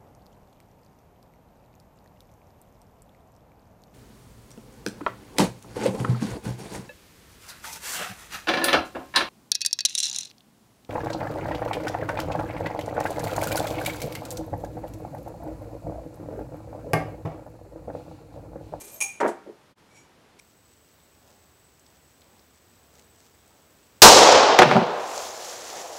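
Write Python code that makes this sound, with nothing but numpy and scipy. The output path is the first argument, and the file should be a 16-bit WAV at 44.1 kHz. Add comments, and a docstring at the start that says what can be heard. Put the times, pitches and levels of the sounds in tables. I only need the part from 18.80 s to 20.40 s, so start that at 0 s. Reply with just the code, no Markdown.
"""The last of a steel bead chain streams out of a ceramic mug: random bead contacts make the hiss and ringing.
Its tail whips the rim, and the empty mug rings as a set of fading tones; a faint hollow note climbs.
The tail lands on the floor in a rattling thud of dull noise and floor tones, then flops once more.
The level dips briefly; then beads shift softly in a filled mug held in both hands.
All this is heard in a small room with steady, quiet air noise."""
import sys
import numpy as np
from scipy import signal
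from scipy.fft import rfft, irfft, next_fast_len
from scipy.io import wavfile
from scipy.ndimage import map_coordinates

SR = 44100
rng = np.random.default_rng(int(sys.argv[2]) if len(sys.argv) > 2 else 0)


def store_wav(level_fs):
    """Save 16-bit WAV to argv[1]."""
    pcm = np.round(np.clip(np.atleast_2d(level_fs), -1, 1) * 32767)
    wavfile.write(sys.argv[1], SR, pcm.T.astype(np.int16))


N = 70560  # length in samples

# ringing tones of the empty mug: f/Hz, level/dB, time to fall by 60 dB/s
MUG = [(832, -15, 0.168), (2382, 0.5, 0.1), (2416, 1.5, 0.13), (5694, -6.5, 0.12), (6437, -4.5, 0.14),
       (6535, -4.5, 0.21), (6800, -10, 0.12), (6660, -3.5, .19), (7290, -12, .16), (8660, -5.5, .15),
       (8800, -21.5, 0.18), (9243, -5.5, 0.17), (10932, 2, 0.066), (12050, -17.5, 0.13), (14200, -20, .22)]
# spectrum of bead against bead: f/Hz, level/dB
BEAD_COLOUR = [(1000, -33), (3000, -3), (4500, -6), (6500, -3), (8000, 1), (10000, -5.5), (13000, -14),
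               (15800, -28.5)]


def stream():
    """The running chain hisses in uneven bunches; its beads ring and brush the mug."""
    # how the chain runs: t/s, hiss level/dB, level of the beads' high ring/dB
    run = [(0, -52, -51), (.012, -41.5, -52), (.035, -51, -54), (.09, -45, -60), (.12, -50, -47),
           (.158, -52.5, -48), (.19, -56.5, -57.5), (.25, -73, -90)]
    # spectrum of the hiss: f/Hz, level/dB
    hiss_colour = [(150, -8.5), (400, 2), (850, -1.5), (1400, -11.5), (5000, -9), (6300, -2), (8300, 0.5),
                   (8900, 4), (9700, -6), (12000, -6), (13500, -10.5), (15800, -21)]
    # ringing tones of the beads: f/Hz, level/dB, time to fall by 60 dB/s
    bead_tones = [(6400, -10.5, 0.13), (7780, -13, 0.094), (8860, -12, 0.076), (8770, -16, 0.073),
                  (9300, -16.5, .12), (12530, -3.5, 0.087), (12735, -1, 0.071), (12600, -3.5, 0.091)]
    bunches_per_s, bunch_db, rim_rub_db = 129, 2.6, -12.5

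    running = clock() < run[-1][0]
    bunches = bunch_db * wobble(bunches_per_s)
    hiss_level, ring_level = amp(curves(run) + bunches) * running
    hiss = hiss_level * coloured(beads(), hiss_colour)
    bead_ring = rubbed(bead_tones, ring_level)
    mug_rub = amp(rim_rub_db) * rubbed(MUG, hiss_level)
    return hiss + bead_ring + mug_rub


def hollow():
    """A faint low note, a sine with a drifting phase, climbs while the mug empties."""
    # path of the note: t/s, pitch f/Hz, level/dB
    path = [(0, 371.3, -58), (.07, 396.3, -58.5), (.11, 486.5, -60), (.16, 629.3, -53), (.21, 648.6, -57),
            (.24, 823.6, -45.5), (.265, 781, -49), (.3, 770, -62.5), (.33, 784.5, -78)]
    hz, db = curves(path)
    note = unit(tone(hz, width_hz=38))
    return amp(db) * note * (clock() < path[-1][0])


def whip():
    """The tail strikes the rim, so beads clash and the mug rings; the free tail tinkles in the air."""
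    # blows on the rim: t/s, mug ring level/dB, bead clash level/dB
    blows = [(.2045, -34, -29), (0.2115, -30.5, -23.5), (.221, -31.5, -20.5), (.24, -44.5, -28)]
    # spectrum of the clash: f/Hz, level/dB
    clash_colour = [(200, -18.5), (550, -15), (800, -16), (1100, -11), (1600, -27), (2200, -13),
                    (2400, 6.5), (2600, -8), (3500, -17), (5200, -15.5), (5700, -1.5), (6100, -9.5),
                    (6750, 3), (7400, -7), (7900, -2), (8400, -13), (8950, 2.5), (9700, -14.5),
                    (10950, -7.5), (11600, -11), (13400, -24.5), (15700, -24.5)]
    # spectrum of the tinkle: f/Hz, level/dB
    tinkle_colour = [(9000, -31), (13000, -10), (14500, -8), (15800, -11.5)]
    clash_rise_s, clash_t60_s = 0.0055, 0.053
    tinkle_db, tinkle_peak_s, tinkle_rise_s, tinkle_fall_s = -57, 0.26, 0.008, 0.04

    struck = np.zeros(N)
    for s, ring_db, clash_db in blows:
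        mug_ring = ring(MUG, width_hz=14)
        clash = burst(clash_rise_s, clash_t60_s) * coloured(beads(), clash_colour)
        struck += at(s, amp(ring_db) * mug_ring + amp(clash_db) * clash)

    tinkle_level = amp(tinkle_db) * swell(tinkle_peak_s, tinkle_rise_s, tinkle_fall_s)
    tinkle = tinkle_level * coloured(beads(), tinkle_colour)
    return low_cut(struck, 230) + tinkle


def landing():
    """Loops of chain drum on the floor as noise thuds and ringing tones; the last, softer blows are duller."""
    # blows on the floor: t/s, level/dB, dullness/dB per octave above the pivot
    blows = [(0.4019, -28, -4), (.408, -24.5, -4), (.413, -19.5, 1), (.428, -21, -2.5), (.443, -17.5, 1.5),
             (.452, -18.5, 5), (.461, -18, 1.5), (.476, -21, 6), (.488, -23, 3.5), (0.513, -34, 1.5),
             (0.663, -42.5, 15), (.67, -39, 14.5), (.69, -36, 17), (.724, -44, 27.5)]
    # ringing tones of the floor: f/Hz, level/dB, time to fall by 60 dB/s
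    floor_tones = [(222, -13, 0.22), (321.6, -2, 0.079), (344.6, -1.5, 0.14), (426.8, 1.5, 0.16),
                   (534, -4.5, 0.058), (559, 3.5, 0.07), (643, -3, 0.21), (763, -11.5, 0.3),
                   (802, -10.5, 0.124), (938.3, 1, 0.12)]
    # spectrum of the thud: f/Hz, level/dB
    thud_colour = [(50, -38), (130, -24), (235, -20.5), (340, 3.5), (600, -1), (1000, -4.5), (1700, -9),
                   (2600, -23), (3300, -37), (6000, -63)]
    thud_rise_s, thud_t60_s, floor_ring_db, pivot_hz = 0.0037, 0.075, -7, 450

    out = np.zeros(N)
    for s, db, dull_db in blows:
        def tilt(hz):
            """Treble change in dB at a frequency for this blow."""
            return -dull_db * np.log2(np.maximum(hz / pivot_hz, 1))

        colour = [(hz, level + tilt(hz)) for hz, level in thud_colour]
        thud = coloured(rng.standard_normal(N), colour) * fall(thud_t60_s)
        tones = [(hz, level + tilt(hz), t60) for hz, level, t60 in floor_tones]
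        floor_ring = amp(floor_ring_db) * ring(tones, width_hz=2.5)
        soft_start = 1 - fall(thud_rise_s)
        out += at(s, amp(db) * (thud + floor_ring) * soft_start)
    return low_cut(out, 156)


def clatter():
    """Beads hit each other as they land, in bright bursts of random contacts."""
    # bursts: t/s, level/dB, rise/s, time to fall by 60 dB/s, brightness limit f/Hz
    bursts = [(0.4039, -31.5, 0.0009, 0.0099, 7500), (0.407, -32, 0.0016, 0.021, 7070),
              (0.411, -36.5, 0.0027, 0.058, 7190), (0.422, -49, 0.0034, 0.023, 7800),
              (.463, -52.5, 0.0301, 0.077, 14000), (0.475, -39.5, 0.017, 0.14, 13800)]
    out = np.zeros(N)
    for s, db, rise, t60, top_hz in bursts:
        def soften(hz):
            """Gain that falls off smoothly above the brightness limit."""
            return 1 / np.sqrt(1 + (hz / top_hz) ** 8)

        rattle = filtered(coloured(beads(), BEAD_COLOUR), soften)
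        out += at(s, amp(db) * burst(rise, t60) * rattle)
    return out


def shifting():
    """Beads slide in the filled mug, whose ring is short because the hands damp it."""
    # slides: time of the peak t/s, level/dB, rise/s, fall/s
    slides = [(1.11, -65.5, 0.019, 0.025), (1.167, -53, .015, .036), (1.594, -44.5, 0.0036, 0.045)]
    # ringing tones of the held mug: f/Hz, level/dB, time to fall by 60 dB/s
    held_tones = [(2286, 3, 0.068), (5660, 0, 0.051), (6250, -9.5, 0.045), (6770, -3.5, 0.071),
                  (7220, -5.5, 0.035), (7720, -8, 0.046), (11050, -15, 0.04), (11130, -13, .04)]
    hiss_db = -8
    level = sum(amp(db) * swell(s, rise, decay) for s, db, rise, decay in slides)
    hiss = amp(hiss_db) * level * coloured(beads(), BEAD_COLOUR)
    return rubbed(held_tones, level) + hiss


def in_room(x, wet_db):
    """Add the room's echoes: a tail of noise that dies at a different speed in each pitch range."""
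    # how long the room rings: f/Hz, time to fall by 60 dB/s
    room_t60 = [(150, 0.67), (500, 0.31), (2000, 0.56), (7000, .4), (14000, 0.29)]
    hz, t, z = signal.stft(rng.standard_normal(SR // 2), SR, nperseg=256)
    decay = np.exp(-np.log(1000) * t / along(room_t60, hz)[:, None])
    tail = signal.istft(z * decay, SR, nperseg=256)[1]
    echoes = signal.fftconvolve(x, tail / np.linalg.norm(tail))[:N]
    return x + amp(wet_db) * at(.005, echoes)


def air():
    """The room's steady air is quiet noise, stronger in the low range."""
    # spectrum of the air: f/Hz, level/dB
    air_colour = [(15, -28), (25, -15), (110, -1.5), (299, -3.5), (352, -3), (654, -6.5), (729, -7),
                  (834, -5.5), (1430, -11), (2260, -14.5), (4330, -18.5), (12700, -30), (15800, -38)]
    return amp(-58) * coloured(rng.standard_normal(N), air_colour)


def beads():
    """A dense random train of bead contacts, each a single click of either sign."""
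    per_s, scatter_db = 6000, 1
    hits = rng.random(N) < per_s / SR
    strengths = amp(scatter_db * rng.standard_normal(N))
    return unit(hits * rng.choice([-1, 1], N) * strengths)


def rubbed(modes, level):
    """Bead contacts of a given level keep a body's tones ringing."""
    body = ring(modes)
    return signal.fftconvolve(beads() * level, body / np.linalg.norm(body))[:N]


def ring(modes, width_hz=0, scatter_db=1.5):
    """A struck body sounds as fading tones, their levels a little different each time."""
    out = np.zeros(N)
    for hz, db, t60 in modes:
        level = amp(db + scatter_db * rng.standard_normal())
        out += level * fall(t60) * tone(hz, width_hz)
    return out


def tone(hz, width_hz):
    """A sine whose phase drifts at random, which spreads its pitch over a width."""
    drift = np.sqrt(2 * np.pi * abs(width_hz) / SR) * rng.standard_normal(N)
    steps = 2 * np.pi * hz / SR + drift
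    return np.sin(2 * np.pi * rng.random() + np.cumsum(steps))


def coloured(x, colour):
    """Shape x with a spectrum of (Hz, dB) points, then scale it to rms 1."""
    return unit(filtered(x, lambda hz: amp(along(colour, hz))))


def filtered(x, response):
    """Multiply the spectrum of x by a gain that depends on frequency."""
    m = next_fast_len(N + SR // 2)
    hz = np.fft.rfftfreq(m, 1 / SR)
    return irfft(rfft(x, m) * response(hz), m)[:N]


def low_cut(x, hz):
    """Remove the bass below a given frequency."""
    return signal.sosfilt(signal.butter(4, hz, 'highpass', fs=SR, output='sos'), x)


def fall(t60):
    """Exponential decay that drops 60 dB in t60 seconds."""
    return np.exp(-np.log(1000) * clock() / t60)


def burst(rise, t60):
    """A quick rise, then a decay."""
    return (1 - fall(rise)) * fall(t60)


def swell(s, rise, decay):
    """A level that grows up to time s and dies away."""
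    return np.exp(-np.maximum((s - clock()) / rise, (clock() - s) / decay))


def wobble(rate):
    """A smooth random curve through a given number of random points a second."""
    return map_coordinates(rng.standard_normal(N // 10), [clock() * rate])


def curves(rows):
    """One value per sample for each column after the time."""
    s, *cols = np.transpose(rows)
    return [np.interp(clock(), s, c) for c in cols]


def along(points, hz):
    """Read (Hz, value) points at any frequency, on a log axis."""
    f, v = np.transpose(points)
    return np.interp(np.log(hz + 1), np.log(f + 1), v)


def at(s, x):
    """Delay x to start at s seconds."""
    return np.pad(x, (max(0, round(s * SR)), 0))[:N]


def amp(db):
    """Turn decibels into a gain."""
    return 10 ** (np.asarray(db) / 20)


def unit(x):
    """Scale to rms 1."""
    return x / np.sqrt(np.mean(x ** 2) + 1e-20)


def clock():
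    """Time of each sample in seconds."""
    return np.arange(N) / SR


def scene():
    """Mix the mug and floor sounds, each with room echoes, and the steady air."""
    mug = in_room(stream() + hollow() + whip() + shifting(), wet_db=-8.5)
    floor = in_room(landing(), wet_db=-13.5) + in_room(clatter(), wet_db=-13.5)
    return (mug + floor + air())[None]


def record(dry):
    """The level dips briefly and comes back; nothing passes above the band limit."""
    dip_s, half_width_s, power, depth_db, top_hz = 0.95, 0.034, 1.85, -39, 15850
    fade = np.minimum(np.abs(clock() - dip_s) / half_width_s, 1) ** power
    gain = fade + amp(depth_db) * (1 - fade)
    return filtered(dry[0] * gain, lambda hz: hz < top_hz)[None]


dry = scene()
out = record(dry)
store_wav(out)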